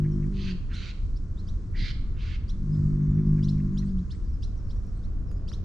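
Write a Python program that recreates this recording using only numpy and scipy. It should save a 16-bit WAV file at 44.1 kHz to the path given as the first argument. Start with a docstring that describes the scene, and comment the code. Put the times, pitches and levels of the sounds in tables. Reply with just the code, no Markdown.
"""A bull's low is already under way, some way off on a wooded river bank; a second, longer one follows.
Each is a pulsing growl of flutter partials that gives way to a clearer, falling note.
A jay screeches four times in the trees, as pulsed noise through a throat; small birds chirp with two
gliding whistles at once, thinner calls and twitter come from farther off, and faint tones are held.
Wind rumbles on the microphone, leaves hiss as shaped noise, twigs tick and tiny bubbles plip."""
import sys
import numpy as np
from scipy import signal
from scipy.fft import rfft, irfft, next_fast_len
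from scipy.io import wavfile
from scipy.ndimage import uniform_filter1d, map_coordinates

SR = 44100
rng = np.random.default_rng(int(sys.argv[2]) if len(sys.argv) > 2 else 0)


def store_wav(level_fs):
    """Save 16-bit WAV to argv[1]."""
    pcm = np.round(np.clip(np.atleast_2d(level_fs), -1, 1) * 32767)
    wavfile.write(sys.argv[1], SR, pcm.T.astype(np.int16))


N = 248856
TIME = np.arange(N) / SR  # seconds


def bull():
    """The folds sing a note; a flutter at a quarter of its pitch adds the growl, which weakens late in each low."""
    # The lows. Each row: start in seconds, time the growl starts to fade in seconds, time it breaks off in
    # seconds, end in seconds, growl level in dB, clear note level in dB, octave relative to the note in dB.
    lows = [(-0.25, 0.038, 0.302, 0.565, -24.5, -35.5, -18.5), (2.555, 3.439, 3.9, 4.03, -24.5, -33, -26.5)]
    # Chest partials. Each row: multiple of the flutter rate, level relative to the growl in dB.
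    chest = [(1, -18), (2, -8.5), (3, 0)]
    # Throat partials, one list per low. Each row: multiple of the flutter rate, relative level in dB.
    throat_partials = [
        [(5, -5), (6, -7.5), (7, -5), (13, -42)],
        [(5, -2), (6, -12), (7, -9.5), (13, -36), (21, -38.5), (22, -38.5)],
    ]
    # Where the growl cracks, surges or falters. Each row: centre in seconds, half length in seconds,
    # added roughness, flutter lift in Hz, growl change in dB.
    cracks = [(0.17, 0.036, 0.5, 0, -7), (2.58, 0.12, 0.7, -0.5, 1.5), (2.77, 0.07, 0.37, 0.3, 2),
              (2.94, 0.05, 0.1, 0, -4), (3.19, 0.03, 0.6, 2.5, 0), (3.29, 0.05, 0.5, 1.57, 0.5),
              (3.73, 0.022, 0.15, -1.5, -11)]
    # Spectrum of the rasp. Each row: frequency in Hz, relative level in dB per Hz.
    rasp_spectrum = [(70, -33), (160, -3.5), (330, -2), (470, -17.5), (560, -31), (650, -25.5), (850, -43),
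                     (1050, -26.5), (1400, -32), (2200, -80)]
    # Spectrum of the bull's breath. Each row: frequency in Hz, relative level in dB per Hz.
    breath_spectrum = [(350, -8), (480, 2), (650, -2), (830, -9.5), (1050, 2), (1400, -5), (2000, -7.5),
                       (3000, -22), (6000, -44.5)]
    growl_attack_s, growl_onset_db = 0.066, -37.5  # the growl swells from this far down
    note_attack_s, note_onset_db = 0.16, -13.5  # the note swells more slowly
    fade_db_per_s, break_db, break_s = 21, -10.5, 0.0095  # the growl tires, then gives way to the note
    note_freed_db = 2.5  # the note gains once the growl gives way
    throat_db, throat_follows = -12.5, 0.61  # upper partials under the growl; share of its swings they follow
    throat_opens_s, throat_closed_db = 0.25, -5.5  # the upper partials come in late
    flutter_hz, sag_hz, sag_s = 50.23, 6.3, 0.115  # the flutter slows as the breath runs out
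    steady_rough = 0.23  # roughness between cracks
    drift, jitter = 0.004, 0.017  # slow and rough unsteadiness of the flutter rate, as fractions
    wander_db, shimmer_db = 0.57, 3.5  # slow and rough unsteadiness of each partial's level
    rasp_db, breath_db, wet_db = -11, -39, -23

    voice, breath = np.zeros(N), np.zeros(N)
    crack_rough, lift_hz, dip_db = swells(cracks)
    rough = steady_rough + crack_rough
    for low_row, upper in zip(lows, throat_partials):
        start, tires, breaks, end, full_db, clear_db, octave_db = low_row
        broken = (1 + np.tanh((TIME - breaks) / break_s)) / 2
        effort_db = growl_onset_db * dying(TIME - start, growl_attack_s)
        effort_db -= fade_db_per_s * np.maximum(TIME - tires, 0)
        effort_db += break_db * broken
        growl_db = full_db + effort_db + dip_db
        upper_db = full_db + throat_db + throat_follows * effort_db
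        upper_db += throat_closed_db * dying(TIME - start, throat_opens_s)
        note_db = clear_db + note_onset_db * dying(TIME - start, note_attack_s) + note_freed_db * broken

        rate = flutter_hz + lift_hz - sag_hz * dying(end - TIME, sag_s)
        unsteady = 1 + drift * wobble(7) + jitter * rough * wobble(45)
        flutter = 2 * np.pi * np.cumsum(rate * unsteady) / SR

        # the octave is held down where the growl covers the note
        clear = 1 / (1 + amp(growl_db - note_db) ** 2)
        partials = [(4, note_db), (8, note_db + octave_db - 9 * (1 - clear))]
        partials += [(k, growl_db + db) for k, db in chest]
        partials += [(k, upper_db + db) for k, db in upper]
        low = np.zeros(N)
        for k, db in partials:
            level = amp(db + wander_db * wobble(7) + shimmer_db * rough * wobble(30))
            low += level * np.sin(round(k) * flutter + rng.uniform(0, 2 * np.pi))

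        # air escapes once a flutter and roughens the voice
        rasp = coloured(rng.standard_normal(N) * (1 + np.cos(flutter)), rasp_spectrum)
        sounding = gate(start, end, 0.0078)
        voice += sounding * (np.sqrt(2) * low + rough * amp(note_db + rasp_db) * rasp)
        breath += sounding * amp(full_db + breath_db + throat_follows * effort_db)
    return panned(voice, 0.2) + breath * rush(breath_spectrum) + amp(wet_db) * echo(voice, side_db=-16.5)


def jay():
    """Uneven puffs of turbulence, about two hundred a second, ring the throat."""
    # The screeches. Each row: start in seconds, length in seconds, relative level in dB, attack in seconds,
    # first pulse rate in Hz, how distinct the pulses are, time the beak takes to open in seconds.
    screeches = [(0.323, 0.2, -45, 0.064, 220, 0.49, 0.004), (0.689, 0.23, -48.5, 0.017, 212, 0.36, 0.044),
                 (1.738, 0.18, -43.5, 0.018, 236, 0.14, 0.019), (2.146, 0.22, -51, 0.038, 220, 0.24, 0.014)]
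    # The throat, one list per screech. Each row: frequency in Hz, relative level in dB per Hz.
    throats = [
        [(530, -51), (900, -31), (1020, -13), (1120, -19.5), (1260, -14), (1380, -19.5), (1580, -12),
         (2380, -8), (2600, -4), (3530, -11.5), (4520, -5.5), (4860, -11.5), (5580, -24), (6140, -17.5),
         (7980, -37.5), (13500, -120)],
        [(530, -73), (900, -37), (952, -33), (1020, -30), (1120, -13), (1280, -11), (1410, 1), (1800, -6),
         (2290, 0), (2500, -2), (3530, -0.5), (4350, 2.5), (5020, -11), (6140, -11), (7980, -27), (13500, -120)],
        [(530, -59), (900, -28.5), (1180, -17), (1280, -18), (1380, -9.5), (1490, -12), (1620, -6.5), (2040, 1),
         (2380, -5), (2560, -14), (2750, -7), (2980, -5.5), (4450, -2), (6140, -20), (7980, -33), (13500, -120)],
        [(530, -55.5), (900, -20), (937, -27.5), (1030, -16), (1310, -11), (1510, -4), (1950, -8.5),
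         (2090, -0.5), (2380, -3.5), (2600, -1.5), (3310, -5), (4380, -6.5), (5580, -16.5), (6140, -17),
         (7980, -32), (13500, -120)],
    ]
    onset_db, sag_hz_per_s = -26.5, 180  # each swells from this far down while its pulses slow
    end_db, release_s = -4, 0.016  # each slackens just before it stops
    jitter = 0.044  # unsteadiness of the pulse rate, as a fraction
    closed_treble_db, closed_bass_db = -24, 13.0  # treble and bass while the beak is shut
    level_db, wet_db = 1.0, -9

    voice = np.zeros(N)
    for (start, length, db, attack, first_hz, puffiness, opening_time), throat in zip(screeches, throats):
        age = TIME - start
        rate = first_hz - sag_hz_per_s * np.clip(age, 0, length)
        phase = 2 * np.pi * np.cumsum(rate * (1 + jitter * wobble(120))) / SR
        puffs = np.exp(puffiness * np.cos(phase)) * amp(0.58 * wobble(150))
        screech = coloured(puffs * rng.standard_normal(N), throat)
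        # the call starts low in the throat; the treble comes through as the beak opens
        dull = filtered(screech, lambda hz: 1 / (1 + (hz / 2400) ** 8))
        closed = dying(age, opening_time)
        bass = amp(closed_bass_db * closed + 0.89 * wobble(33)) * dull
        treble = amp(closed_treble_db * closed + 0.28 * wobble(30)) * (screech - dull)
        effort_db = onset_db * dying(age, attack) + end_db * dying(length - age, release_s)
        voice += gate(start, start + length, 0.004) * amp(db + level_db + effort_db) * (bass + treble)
    voice = patchy(voice, depth_db=2.0)  # the throat's resonances shift
    return panned(voice, -5.0) + amp(wet_db) * panned(echo(voice, side_db=-1.5), -2.4)


def small_birds():
    """Two-voiced chirps nearby, one voice per side of the syrinx; thin slurs from deeper in, and faint held tones."""
    # Two-voiced chirps. Each row: start in seconds, length in seconds, lateness of the rise, lower voice's
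    # first frequency in Hz, its level in dB, delay of the upper voice in seconds, its top frequency in Hz,
    # its level in dB.
    chirp_rows = [(0.73, 0.035, 0.81, 2726, -48.5, 0.001, 6150, -55.5),
                  (1.165, 0.02, 0.58, 3000, -67, -0.0094, 5620, -56.5),
                  (1.369, 0.042, 0.82, 3340, -57.5, 0.012, 5930, -65),
                  (1.479, 0.026, 0.93, 2900, -55.5, -0.012, 6000, -56.5),
                  (2.49, 0.022, 1, 2960, -50, -0.012, 6020, -53.5),
                  (2.737, 0.032, 0.95, 2740, -68.5, 0.003, 5200, -73),
                  (3.419, 0.044, 0.83, 2630, -54, 0.007, 6150, -49.5),
                  (3.477, 0.029, 0.56, 2400, -49, 0.003, 5440, -48.5),
                  (3.768, 0.034, 0.55, 2344, -49, 0.004, 5980, -50),
                  (3.88, 0.028, 1.4, 2770, -67, -0.0086, 5900, -68),
                  (3.972, 0.035, 1.1, 2720, -65.5, -0.0056, 5900, -71.5),
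                  (4.099, 0.032, 0.74, 2360, -53, 0.006, 5490, -51.5),
                  (4.423, 0.029, 0.66, 2490, -50, -0.0023, 5900, -50.5),
                  (4.701, 0.023, 0.91, 2830, -57.5, -0.011, 5760, -58),
                  (5.029, 0.033, 0.7, 3100, -64, -0.0056, 5940, -67),
                  (5.476, 0.03, 0.71, 2390, -51, -0.0019, 5810, -50),
                  (5.527, 0.024, 0.94, 2910, -49.5, -0.011, 6160, -51.5)]
    # Thin calls farther off. Each row: start in seconds, length in seconds, first frequency in Hz,
    # last frequency in Hz, level in dB.
    far_calls = [(0.106, 0.035, 6220, 5350, -64), (2.715, 0.046, 5150, 5020, -64.5),
                 (4.23, 0.062, 6340, 4570, -71), (4.322, 0.032, 5600, 5070, -66.5),
                 (4.942, 0.06, 3990, 4300, -72.5), (4.95, 0.045, 8700, 7940, -75),
                 (5.262, 0.07, 5980, 4730, -68), (5.366, 0.025, 5800, 4900, -70)]
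    # Faint held tones. Each row: start in seconds, length in seconds, frequency in Hz, level in dB.
    thin_tones = [(0.0, 0.26, 3125, -76.5), (2.82, 0.55, 3534, -81), (2.901, 0.38, 5680, -76),
                  (3.56, 0.6, 6630, -79)]
    lower_top_hz, upper_rise_hz = 4258, 1528  # the lower voice levels off here; the upper climbs this far
    upper_later, upper_stops_early_s = 0.25, 0.003  # the upper voice rises later and ends this much sooner
    haze_db, wet_db, far_wet_db = -15, -15, -5

    near, far = np.zeros(N), twitter()
    for s, length, lateness, from_hz, lower_db, delay, top_hz, upper_db in chirp_rows:
        lower = whistle(length, from_hz, lower_top_hz, lateness)
        add(near, s, amp(lower_db) * lower)
        upper_length = length - delay - upper_stops_early_s
        upper = whistle(upper_length, top_hz - upper_rise_hz, top_hz, lateness + upper_later)
        add(near, s + delay, amp(upper_db) * upper)
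    for s, length, from_hz, to_hz, db in far_calls:
        add(far, s, amp(db) * whistle(length, from_hz, to_hz, 0.72))
    for s, length, hz, db in thin_tones:
        add(far, s, amp(db) * whistle(length, hz, hz, 1))

    # a soft band of noise surrounds each chirp
    loudness = np.sqrt(np.abs(uniform_filter1d(near ** 2, size=1200)))
    haze_spectrum = [(1800, -16), (3000, 1.0), (6000, 3.5), (9500, -11.5), (12500, -25.0)]  # Hz, dB per Hz
    haze = amp(haze_db) * loudness * coloured(rng.standard_normal(N), haze_spectrum)
    chirps = bounced(near + overtones(near)) + haze
    scattered = echo(amp(wet_db) * chirps + haze + amp(far_wet_db) * far, side_db=-1.5)
    return panned(chirps + far, -1.8) + scattered


def whistle(length, from_hz, to_hz, lateness):
    """A slightly trembling sine that swells and glides, levelling off at its end."""
    swell_lateness, tremble_db = 1.06, 1.75  # above 1 the whistle peaks late; its level trembles
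    u = np.linspace(0, 1, round(length * SR))
    hz = from_hz + (to_hz - from_hz) * np.sin(np.pi / 2 * u ** lateness) ** 1.5
    waver, tremble = [map_coordinates(knots, [u * 39]) for knots in rng.standard_normal((2, 40))]
    swell = np.sin(np.pi * u ** swell_lateness).clip(0) ** 0.8
    tone = np.sin(2 * np.pi * np.cumsum(hz + 45 * waver) / SR)
    return swell * amp(tremble_db * tremble) * tone


def overtones(x):
    """Two voices mix in the syrinx, giving their octaves and a sum tone."""
    loudness = np.sqrt(np.abs(uniform_filter1d(x ** 2, size=128)))
    mixed = x ** 2 / (loudness + 1e-6)
    response = [(5000, -80), (6800, -19), (9500, -22), (11000, -31), (12500, -42)]  # Hz, dB
    return filtered(mixed, lambda hz: amp(along(response, hz)))


def twitter(spread=0.22, glide=0.15, count=26):
    """A faint flock far off: tiny slurs at random times and pitches, rising or falling."""
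    from_s, to_s = 3.0, 6.1
    centre_hz, level_db = 6000, -70.5
    track = np.zeros(N)
    for when, length, pitch, slope in rng.uniform(0, 1, (count, 4)):
        hz = centre_hz * np.exp(spread * (2 * pitch - 1))
        slur = whistle(0.025 * (1 + length), hz, hz * np.exp(glide * (2 * slope - 1)), 1)
        add(track, from_s + when * (to_s - from_s), amp(level_db) * slur)
    return track


def ticks(body_db=-2, snap_db=-5, snap_t60=0.0083):
    """Twigs and pebbles: each tick is a brief noisy snap and a dull, quickly damped ring."""
    # The ticks. Each row: time in seconds, relative ring level in dB, relative snap level in dB,
    # left-right difference in dB.
    tick_rows = [(1.716, -68, -58, -7.5), (4.843, -61, -63, 8), (4.867, -72, -56.5, 0),
                 (5.3151, -49, -48, 5), (5.5176, -42, -65.5, 4.5)]
    # Ring modes. Each row: frequency in Hz, relative level in dB, 60 dB decay time in seconds.
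    modes = [(1356, 2, 0.01), (1730, 1, 0.0051), (2440, -9, 0.0067)]
    track, t = np.zeros((2, N)), np.arange(SR // 20) / SR
    for s, db, crack_db, pan_db in tick_rows:
        ring = sum(amp(level - 60 * t / t60) * np.sin(2 * np.pi * hz * t) for hz, level, t60 in modes)
        snap = amp(-60 * t / snap_t60) * rng.standard_normal(len(t))
        add(track, s, panned(amp(db + body_db) * ring + amp(crack_db + snap_db) * snap, pan_db))
    return track


def plips(level_db=-8, spread=0.15, life=0.034, count=14):
    """At the water's edge: each plip is a handful of tiny damped bubbles, scattered in time and pitch."""
    # The plips. Each row: time in seconds, relative level in dB.
    plip_rows = [(0.048, -49.5), (0.2335, -52), (3.1822, -55), (3.383, -51.5), (3.5859, -52.5), (3.82, -53),
                 (4.135, -55)]
    middle_hz = 1904
    track, t = np.zeros(N), np.arange(SR // 20) / SR
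    envelope = amp(-60 * t / life) * (1 - np.exp(-t / 0.00014))
    for s, db in plip_rows:
        for delay, size in zip(rng.uniform(-0.008, 0.018, count), rng.standard_normal(count)):
            bubble = np.sin(2 * np.pi * middle_hz * np.exp(spread * size) * t) * envelope
            add(track, s + delay, amp(db + level_db) * bubble)
    return panned(track, 0.3)


def air():
    """Wind on the microphone, the hum of the open land and the trees' soft hiss, each as shaped noise."""
    # Spectra of wind, hum, rustle and leaf hiss. Each row: frequency in Hz, relative level in dB per Hz.
    rumble_spectrum = [(11, -27), (18, -1.5), (37, -2), (65, -9), (85, -8.5), (163, -23), (194, -20.5),
                       (215, -27), (301, -32), (344, -35.5), (496, -47.5), (600, -59.5), (780, -70),
                       (1320, -120)]
    murmur_spectrum = [(200, -26), (350, 2), (500, 0), (700, -5.5), (900, -14.5), (1300, -48.5)]
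    tree_spectrum = [(600, -23), (850, -7.5), (1050, 0.5), (1400, -2.5), (2000, -11), (2800, -16.5),
                     (4500, -18.5), (7000, -50.5)]
    leaf_spectrum = [(1500, -24), (2750, -9), (3500, -4.5), (4300, 2.5), (5700, 5.5), (8000, -1.5),
                     (9500, -12), (12000, -28.5), (14000, -43)]
    # Gusts and a lull on the microphone. Each row: centre in seconds, half length in seconds, change in dB.
    gusts = [(0.92, 0.083, -3.5), (1.82, 0.035, 5), (2.3, 0.25, 0.5), (5.25, 0.12, 1.5)]
    # Level of the hum, then of the leaf hiss. Each row: time in seconds, level in dB.
    murmur_level = [(0.0, -63.5), (4.3, -66.5), (4.55, -60), (5.5, -59)]
    leaf_level = [(0.1, -70.5), (1.4, -74), (2.7, -73.5), (3.35, -69), (3.9, -72.5), (4.3, -72), (5.6, -77)]
    wind_db, trees_db = -29, -65.5  # mean levels
    gust_db, = swells(gusts)
    murmur_db, = curves(murmur_level)
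    hiss_db, = curves(leaf_level)
    wind = amp(wind_db + gust_db + 0.22 * wobble(11)) * rush(rumble_spectrum)
    murmur = amp(murmur_db + 0.32 * wobble(1.6)) * rush(murmur_spectrum)
    trees = amp(trees_db + 0.8 * wobble(7.2)) * rush(tree_spectrum)
    leaves = amp(hiss_db + 1.3 * wobble(3.9)) * rush(leaf_spectrum)
    return wind + murmur + trees + leaves


def rush(spectrum):
    """Stereo noise of rms 1, nearly mono in the bass."""
    # Likeness of the two channels. Each row: frequency in Hz, left-right correlation.
    likeness = [(25, 0.83), (60, 1), (120, 0.97), (220, 0.98), (420, 0.77), (810, 0.56), (1550, 0.58),
                (3000, 0.15), (5700, 0.52)]

    def mid_and_side(hz):
        turn = np.arccos(np.clip(along(likeness, hz), -1, 1)) / 2
        return amp(along(spectrum, hz)) * [np.cos(turn), np.sin(turn)]

    mid, side = filtered(rng.standard_normal((2, N)), mid_and_side)
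    return unit(np.array([mid + side, mid - side]))


def echo(x, side_db):
    """Trunks and leaves scatter a sound back as a diffuse tail, a second of decaying noise."""
    # Decay of the wood's echo. Each row: frequency in Hz, 60 dB decay time in seconds.
    wood = [(150, 1), (1500, 0.54), (4000, 0.56), (9000, 0.26)]
    hz, t, z = signal.stft(rng.standard_normal((2, SR)), SR, nperseg=256)
    decay = amp(-60 * t / along(wood, hz)[:, None])
    build_up = 1 - np.exp(-t / 0.0013)
    tail = signal.istft(z * decay * build_up, SR, nperseg=256)[1]
    tail = tail / np.linalg.norm(tail[0])
    mid, side = signal.fftconvolve(x[None], tail, axes=1)[:, :N]
    return np.array([mid + amp(side_db) * side, mid - amp(side_db) * side])


def bounced(x):
    """Early bounces interfere with the direct sound and ripple its spectrum."""
    # Bounces off the bank and trunks. Each row: delay in seconds, level in dB.
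    bounces = [(0.0011, -24.5), (0.0026, -13), (0.0047, -18), (0.0083, -16), (0.015, -15.5)]
    return filtered(x, lambda hz: 1 + sum(amp(db) * np.exp(-2j * np.pi * hz * s) for s, db in bounces))


def patchy(x, depth_db):
    """Let narrow bands of a sound swell and sink on their own."""
    z = signal.stft(x, nperseg=512)[2]
    field = uniform_filter1d(rng.standard_normal(z.shape), size=4, axis=0)
    field = uniform_filter1d(field, size=9, axis=1)
    return signal.istft(z * amp(depth_db * unit(field)), nperseg=512)[1][:N]


def amp(db):
    """Decibels to gain."""
    return 10 ** (np.asarray(db) / 20)


def unit(x):
    """Scale to rms 1."""
    return x / np.sqrt(np.mean(x ** 2) + 1e-20)


def along(points, hz):
    """(Hz, value) points read on a log frequency axis."""
    f, v = np.transpose(points)
    return np.interp(np.log(hz + 1), np.log(f + 1), v)


def curves(rows):
    """One value per sample for each column after the time."""
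    s, *cols = np.transpose(rows)
    return [np.interp(TIME, s, c) for c in cols]


def swells(rows):
    """Bell-shaped bumps from rows (s, half length, height, ..): one curve per height column."""
    s, width, *heights = np.transpose(rows)
    return np.array(heights) @ np.exp(-((TIME - s[:, None]) / width[:, None]) ** 2)


def dying(since, life):
    """1 until a moment, then an exponential decay."""
    return np.exp(-np.maximum(since, 0) / life)


def gate(start, end, fade):
    """1 while a call lasts, with soft edges."""
    return np.clip(np.minimum(TIME - start, end - TIME) / fade + 1, 0, 1)


def wobble(rate):
    """A smooth random curve, rate knots a second."""
    return map_coordinates(rng.standard_normal(int(N * rate / SR) + 4), [TIME * rate])


def filtered(x, response):
    """x times a response of frequency."""
    size = next_fast_len(N + SR // 2)
    return irfft(rfft(x, size) * response(np.fft.rfftfreq(size, 1 / SR)), size)[..., :N]


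def coloured(x, spectrum):
    """x through a spectrum, at rms 1."""
    return unit(filtered(x, lambda hz: amp(along(spectrum, hz))))


def panned(x, pan_db):
    """Set the level difference between left and right."""
    return x * amp([[pan_db / 2], [-pan_db / 2]])


def add(track, s, sound):
    """Mix a short sound in at time s."""
    part = track[..., max(round(s * SR), 0):][..., :sound.shape[-1]]
    part += sound[..., :part.shape[-1]]


def scene():
    """Everything heard from the bank."""
    return bull() + jay() + small_birds() + ticks() + plips() + air()


def record(dry):
    """The microphone's track keeps nothing above its band limit."""
    top_hz = 12800
    return filtered(dry, lambda hz: hz < top_hz)


dry = scene()
out = record(dry)
store_wav(out)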